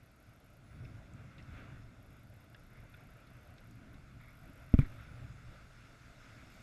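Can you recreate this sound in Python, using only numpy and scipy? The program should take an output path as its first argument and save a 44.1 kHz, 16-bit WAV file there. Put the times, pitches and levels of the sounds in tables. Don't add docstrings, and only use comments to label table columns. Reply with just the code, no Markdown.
import sys
import numpy as np
from scipy import signal
from scipy.fft import rfft, irfft, next_fast_len
from scipy.io import wavfile
from scipy.ndimage import uniform_filter1d, map_coordinates

SR = 44100
rng = np.random.default_rng(int(sys.argv[2]) if len(sys.argv) > 2 else 0)


def generate_wav(sig):
    pcm = np.round(np.clip(np.atleast_2d(sig).T, -1, 1) * 32767).astype(np.int16)
    wavfile.write(sys.argv[1], SR, pcm)


def decibels_to_gain(level_db):
    exponent = np.asarray(level_db, float) / 20
    return 10 ** exponent


N = 291942
TIME = np.arange(N) / SR

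# (time [s], level [dB])
SURGE = [(0.0, -70.5), (0.48, -71.5), (0.87, -66.5), (1.4, -67), (1.58, -60), (1.75, -65.5), (1.95, -69),
         (2.36, -69.5), (2.71, -69), (2.95, -66.5), (3.98, -67.5), (4.66, -67), (4.92, -63.5),
         (5.07, -62.5), (5.42, -65.5), (6.4, -63.5), (6.62, -64.5)]
# (frequency [Hz], level [dB])
ROAR = [(150, -38), (300, -2), (700, -1.5), (1000, -4.5), (2000, -33)]
WASH = [(500, -33), (900, -5.5), (1400, 3), (2800, 0.5), (4000, -13), (8000, -37)]
FOAM = [(1500, -46), (3000, 4), (5000, 5.5), (8000, -0.5), (12000, -8), (16000, -13)]
# (centre [Hz], width [Hz], level [dB])
HOUSING = [(380, 280, -7), (642, 202, -0.5), (1025, 820, -16.5), (1376, 390, 1.5), (2096, 425, -4.5),
           (2595, 450, -12.5), (3500, 300, -5.5), (4090, 1560, -9), (5200, 990, -8.5), (6480, 750, -8),
           (7500, 330, -11), (10700, 6000, -9.5)]
RUNUP_S, RUNUP_LASTS_S = 3.94, 2.8
ROAR_DB, ROAR_FOLLOWS, ROAR_NEAR_DB = -68.5, 0.37, -1
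ROAR_TURNS = 0.22
WASH_DB = -66.5
FOAM_DB, FOAM_FOLLOWS, FOAM_NEAR_DB = -79, 0.31, 7.5

# (time [s], level [dB])
EFFORT = [(0.0, -65), (0.61, -64.5), (0.81, -53), (1.23, -60), (1.53, -54.5), (1.64, -55.5), (2.4, -65),
          (2.84, -59), (2.97, -61.5), (3.82, -61), (3.95, -59), (4.35, -61), (4.85, -56), (5.33, -54),
          (5.46, -59), (5.79, -64.5), (6.05, -64), (6.62, -62)]
# (frequency [Hz], level [dB])
BUFFET = [(6, -41), (18, 5.5), (40, 6.5), (60, -18), (120, -43.5)]
SWAY = [(25, -33), (55, -4.5), (90, -6), (120, -0.5), (160, -11.5), (250, -34), (500, -72)]
STRAP = [(90, -52), (170, 1.5), (230, -1), (290, -1), (350, -11.5), (500, -24.5), (1000, -53)]
# (time [s], length [s], extra strain [dB])
PULLS = [
    (.76, .2, 0.5),
    (1.14, 0.43, 4),
    (1.703, 1, 4),
    (3.845, 0.46, 7),
    (4.495, 0.082, 9),
    (4.817, .14, 23),
    (5.52, 0.64, -2.5),
    (6.4, 0.77, 3),
]
BUFFET_DB, BUFFET_FOLLOWS, BREEZE_DB_PER_S = -67, .45, .6
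SWAY_DB, STRAP_DB, STRAP_FOLLOWS = -57, -66, 0.52

# (frequency [Hz], level [dB])
HISS = [(200, 0), (3000, -4), (8000, -9), (11000, -8), (12800, -10), (16000, -12)]
# (time [s], bursts, spacing [ms], shift of every second burst [ms])
WRITES = [(.0345, 2, 33.4, -7), (.1163, 2, 48, 0), (.2021, 7, 33.4, -8), (.4445, 2, 19, 0),
          (.5036, 3, 33, 0), (2.0282, 2, 33.9, 0), (2.1065, 5, 32, -7), (2.2728, 5, 33.4, -8),
          (2.42, 2, 23, 0), (2.5005, 11, 34, -4.5), (2.9, 4, 23.5, 0), (3.006, 7, 33, 0),
          (3.2705, 4, 33, 0), (3.411, 4, 21, 0), (3.5041, 2, 36, 0), (3.607, 4, 33, 5), (3.7552, 2, 177, 0),
          (4.213, 7, 23.7, 0), (4.371, 7, 21.5, 0), (4.535, 7, 21.5, 0), (4.693, 4, 30, 0),
          (4.8649, 1, 0, 0), (4.88, 5, 20.2, 0), (4.983, 3, 27, 0), (6.502, 4, 19.7, 0), (6.606, 1, 0, 0)]
# (delay [ms], length [ms], frequency [Hz], level [dB], pitch scatter [Hz])
STEPS = [(-1.5, .9, 12800, -1, 150), (-1.6, 1.5, 9850, -6, 60), (-.55, .3, 11000, 3, 100),
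         (-.45, 1.7, 11600, 4, 30), (4.1, .7, 9850, -2, 100), (4.3, .3, 12500, -3, 500),
         (-1.2, .6, 14400, -9, 300), (5.8, .9, 11300, -4, 900), (7.4, .7, 11000, -6, 1100)]
WRITE_DB, WRITE_SCATTER_DB, WRITE_SCATTER_MS = -70, .7, .8
# (time [s], length [s])
WHINES = [
    (.63, .14),
    (5.065, 0.12),
]
WHINE_HZ, WHINE_STARTS_HIGH_HZ, WHINE_SETTLES_S = 9850, 500, .06
WHINE_DB, UPPER_DB, WHINE_EDGE_S = -82, -86, .012

# (time [s], level [dB], centre [Hz], width [Hz], contact length [ms])
TICKS = [(.848, -62, 2430, 800, 4.5), (.846, -73, 3700, 700, 6), (.846, -73, 5200, 600, 5),
         (1.1348, -73, 6900, 2500, 2.3), (1.379, -59, 2220, 1530, 26), (1.38, -66.5, 3670, 1800, 2.8),
         (1.4245, -73, 5000, 2000, 2.3), (1.5374, -76, 3700, 1500, 4), (2.5435, -58.5, 1720, 500, 3.5),
         (2.545, -63.5, 3000, 1300, 4.3), (2.5435, -74, 5000, 1200, 4.4), (2.9395, -60, 1500, 500, 5.7),
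         (2.9388, -65, 2450, 700, 3.1), (2.939, -67.5, 3500, 700, 5.5), (3.2715, -72, 3400, 2200, 5.4),
         (3.5798, -66, 2800, 2400, 5), (3.71, -75, 6500, 5000, 3), (3.9409, -69.5, 3000, 2400, 4.1),
         (4.2274, -81, 3500, 2000, 4), (5.0835, -60, 1430, 400, 3.4)]
# (time [s], level [dB], centre [Hz], width [Hz], length [ms])
CRACKS = [
    (4.7396, -52, 1200, 490, 3.2),
    (4.7389, -48.5, 1770, 1850, 2.5),
    (6.3, -80, 4100, 4000, 2.5),
    (4.788, -44.5, 800, 1100, 1.4),
    (4.7887, -48, 2440, 610, 0.86),
    (4.789, -65, 11200, 4000, 7.1),
    (4.789, -68, 6900, 5500, 8.8),
    (4.8028, -77, 10000, 5000, 1),
]
TICK_CYCLES, CRACK_CYCLES = 80, 17

# (time [s], length [s], level [dB], change to its end [dB])
SCRAPES = [
    (2.712, 0.11, -69.5, 1),
    (4.189, 0.13, -65, 0),
    (4.744, 0.011, -60, -3),
    (4.75, 0.017, -64.5, -7),
    (4.778, 0.053, -55, 1),
    (4.839, .028, -54.5, -6.5),
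]
# (centre [Hz], width [Hz], level [dB])
RUB_MODES = [(2186, 180, 6), (1300, 640, -6.0), (3500, 570, -11)]
SCRAPE_ATTACK_S, SCRAPE_RELEASE_S, EDGE_DB = 0.0097, 0.0092, 20

# (centre [Hz], width [Hz], level [dB])
KNOCKS = [
    ((4.495, 5, .014, .8), [(110, 70, -4), (300, 200, -2)]),
    ((4.7394, 5.6, -.94, .785), [(58, 28, -11), (92, 50, -8.7), (280, 75, 2.5), (520, 280, -.5), (640, 50, 4)]),
    ((4.741, 14, .04, 1), [(14, 60, 0)]),
    ((4.752, 32, -.035, 1), [(14, 60, 0)]),
    ((4.785, 28, .028, 1), [(14, 60, 0)]),
    ((4.7884, 6.8, -.94, .896), [(144, 33, -4), (268, 38, 4.4), (419, 165, -1.1)]),
    ((4.822, 20, -.05, 1), [(14, 60, 0), (141, 60, -6)]),
]

# (frequency [Hz], level [dB per Hz])
TOP_BAND_FLOOR = [(12600, -140), (12900, -125), (13400, -124), (13700, -120), (14000, -123.5),
                  (14900, -125), (15100, -118)]


def unit(x):
    return x / np.sqrt(np.mean(x ** 2) + 1e-20)


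def swing(rows):
    level_db = np.interp(TIME, *np.transpose(rows))
    return level_db - level_db.mean()


def wobble(rate):
    knots = rng.standard_normal(int(N * rate / SR) + 4)
    return map_coordinates(knots, [np.arange(N) * rate / SR])


def filtered(x, response):
    m = next_fast_len(N + SR // 2)
    return irfft(rfft(x, m) * response(np.fft.rfftfreq(m, 1 / SR)), m)[:N]


def modes(table, sign=1):
    def response(f):
        return sum(sign ** k * decibels_to_gain(db) * 1j * f * width / (centre ** 2 - f * f + 1j * f * width)
                   for k, (centre, width, db) in enumerate(table))
    return response


def rush(spectrum, patchy_db, shell=lambda f: 1):
    z = signal.stft(rng.standard_normal(N), nperseg=512)[2]
    field = uniform_filter1d(rng.standard_normal(z.shape), 6, 0)
    field = uniform_filter1d(field, 10, 1)
    noise = signal.istft(z * decibels_to_gain(patchy_db * unit(field)), nperseg=512)[1][:N]
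    f, db = np.transpose(spectrum)
    return unit(filtered(noise, lambda hz: decibels_to_gain(np.interp(np.log(hz + 1), np.log(f), db)) * shell(hz)))


def add(track, s, sound):
    part = track[round(s * SR):][:len(sound)]
    part += sound[:len(part)]


def hold_db(s, length, attack, release):
    t = TIME - s
    return EDGE_DB * np.minimum(0, np.minimum(t / attack - 1, (length - t) / release))


def surf():
    surge_db = swing(SURGE)
    near = np.clip((TIME - RUNUP_S) / RUNUP_LASTS_S, 0, 1)
    shell, swell = modes(HOUSING), wobble(8)
    roar_db = ROAR_DB + ROAR_FOLLOWS * surge_db + ROAR_NEAR_DB * near + ROAR_TURNS * swing(EFFORT)
    wash_db = WASH_DB + surge_db
    foam_db = FOAM_DB + FOAM_FOLLOWS * surge_db + FOAM_NEAR_DB * near
    roar = decibels_to_gain(roar_db + .5 * swell) * rush(ROAR, patchy_db=2.0, shell=shell)
    wash = decibels_to_gain(wash_db + .5 * swell + 0.91 * wobble(18)) * rush(WASH, patchy_db=0.95, shell=shell)
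    foam = decibels_to_gain(foam_db + 0.19 * swell) * rush(FOAM, patchy_db=1.9, shell=shell)
    return roar + wash + foam


def harness():
    effort_db = swing(EFFORT)
    pull_db = sum(db * np.clip(1 - 2 * np.abs(TIME - s) / length, 0, 1) for s, length, db in PULLS)
    lumps = wobble(20)
    buffet = unit(decibels_to_gain(1.4 * lumps) * rush(BUFFET, patchy_db=2.0))
    sway = unit(decibels_to_gain(1.4 * lumps) * rush(SWAY, patchy_db=1.06))
    strap = unit(decibels_to_gain(1.1 * lumps + 0.83 * wobble(25)) * rush(STRAP, patchy_db=0.2))
    buffet_db = BUFFET_DB + BREEZE_DB_PER_S * TIME + BUFFET_FOLLOWS * effort_db
    strap_db = STRAP_DB + STRAP_FOLLOWS * effort_db + pull_db
    return decibels_to_gain(buffet_db) * buffet + decibels_to_gain(SWAY_DB + effort_db) * sway + decibels_to_gain(strap_db) * strap


def hiss():
    return decibels_to_gain(-80.5) * rush(HISS, patchy_db=.4)


def card_writes():
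    out, t = np.zeros(N), np.arange(SR // 200) / SR
    for start, bursts, spacing, shift in WRITES:
        for k in range(int(bursts)):
            late, strong = rng.standard_normal(2)
            s = start + (k * spacing + k % 2 * shift + WRITE_SCATTER_MS * late) / 1000
            for delay, ms, hz, step_db, scatter in STEPS:
                bend, size = rng.standard_normal(2)
                gate = np.clip(np.minimum(t, ms / 1000 - t) / .00013, 0, 1) * decibels_to_gain(-2500 * t)
                tone = np.sin(2 * np.pi * (hz + scatter * bend) * t)
                db = WRITE_DB + WRITE_SCATTER_DB * strong + step_db + scatter / 400 * size
                add(out, s + delay / 1000, decibels_to_gain(db) * gate * tone)
    return out


def coil_whine():
    out = np.zeros(N)
    for s, length in WHINES:
        since = np.maximum(TIME - s, 0)
        glide_hz = WHINE_STARTS_HIGH_HZ * np.exp(-since / WHINE_SETTLES_S)
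        hz = WHINE_HZ + glide_hz + 60 * wobble(30) + 90 * wobble(300)
        phase = 2 * np.pi * np.cumsum(hz) / SR
        held = decibels_to_gain(hold_db(s, length, WHINE_EDGE_S, WHINE_EDGE_S))
        out += held * (decibels_to_gain(WHINE_DB) * np.sin(phase) + decibels_to_gain(UPPER_DB) * np.sin(phase * 3 / 2))
    return out


def ticks(contacts, cycles):
    out, t = np.zeros(N), np.arange(4096) / SR
    f = np.fft.rfftfreq(len(t), 1 / SR)
    shell = modes(HOUSING)(f) * (f / 1400) ** .8 + .12
    for s, db, hz, width, ms in contacts:
        decay = decibels_to_gain(-60 * np.maximum(t - ms / 1000, 0) * hz / cycles)
        grit = rng.standard_normal(len(t)) * decay * (1 - np.exp(-t / .0004))
        tick = irfft(rfft(grit) * modes([(hz, width, 0)])(f) ** 3 * shell, len(t))
        add(out, s, decibels_to_gain(db + 27) * tick / np.linalg.norm(tick))
    return out


def scrapes():
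    level = 0
    for s, length, db, change_db in SCRAPES:
        drift_db = change_db * np.clip((TIME - s) / length, 0, 1)
        level = level + decibels_to_gain(db + drift_db + hold_db(s, length, SCRAPE_ATTACK_S, SCRAPE_RELEASE_S))
    friction = rng.standard_normal(N) * decibels_to_gain(1.5 * wobble(90))
    rub = modes(RUB_MODES, sign=-1.16)
    return level * unit(filtered(friction, lambda f: rub(f) / (1 + (f / 4000) ** 2)))


def knocks():
    out, t = np.zeros(N), np.arange(SR) / SR
    for (s, ms, size, softness), mount in KNOCKS:
        push = size * np.sin(np.pi * np.clip(t * 1000 / ms, 0, 1) ** softness) ** 2
        add(out, s, irfft(rfft(push) * modes(mount)(np.arange(SR // 2 + 1)), SR))
    return out


def scene():
    electronics = hiss() + card_writes() + coil_whine()
    contacts = ticks(TICKS, TICK_CYCLES) + ticks(CRACKS, CRACK_CYCLES)
    return (surf() + harness() + electronics + contacts + scrapes() + knocks())[None]


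def top_cut(x):
    return signal.sosfilt(signal.butter(12, 15190, fs=SR, output="sos"), x)


def record(dry):
    hz, _, z = signal.stft(dry, SR, nperseg=2048, scaling="psd")
    patch = uniform_filter1d(np.abs(z) ** 2, size=6, axis=1)
    floor = decibels_to_gain(np.interp(hz, *np.transpose(TOP_BAND_FLOOR), left=-300)) ** 2
    kept = signal.istft(z * (patch > floor[:, None]), SR, nperseg=2048, scaling="psd")[1][:, :N]
    return top_cut(kept)


dry = scene()
out = record(dry)
generate_wav(out)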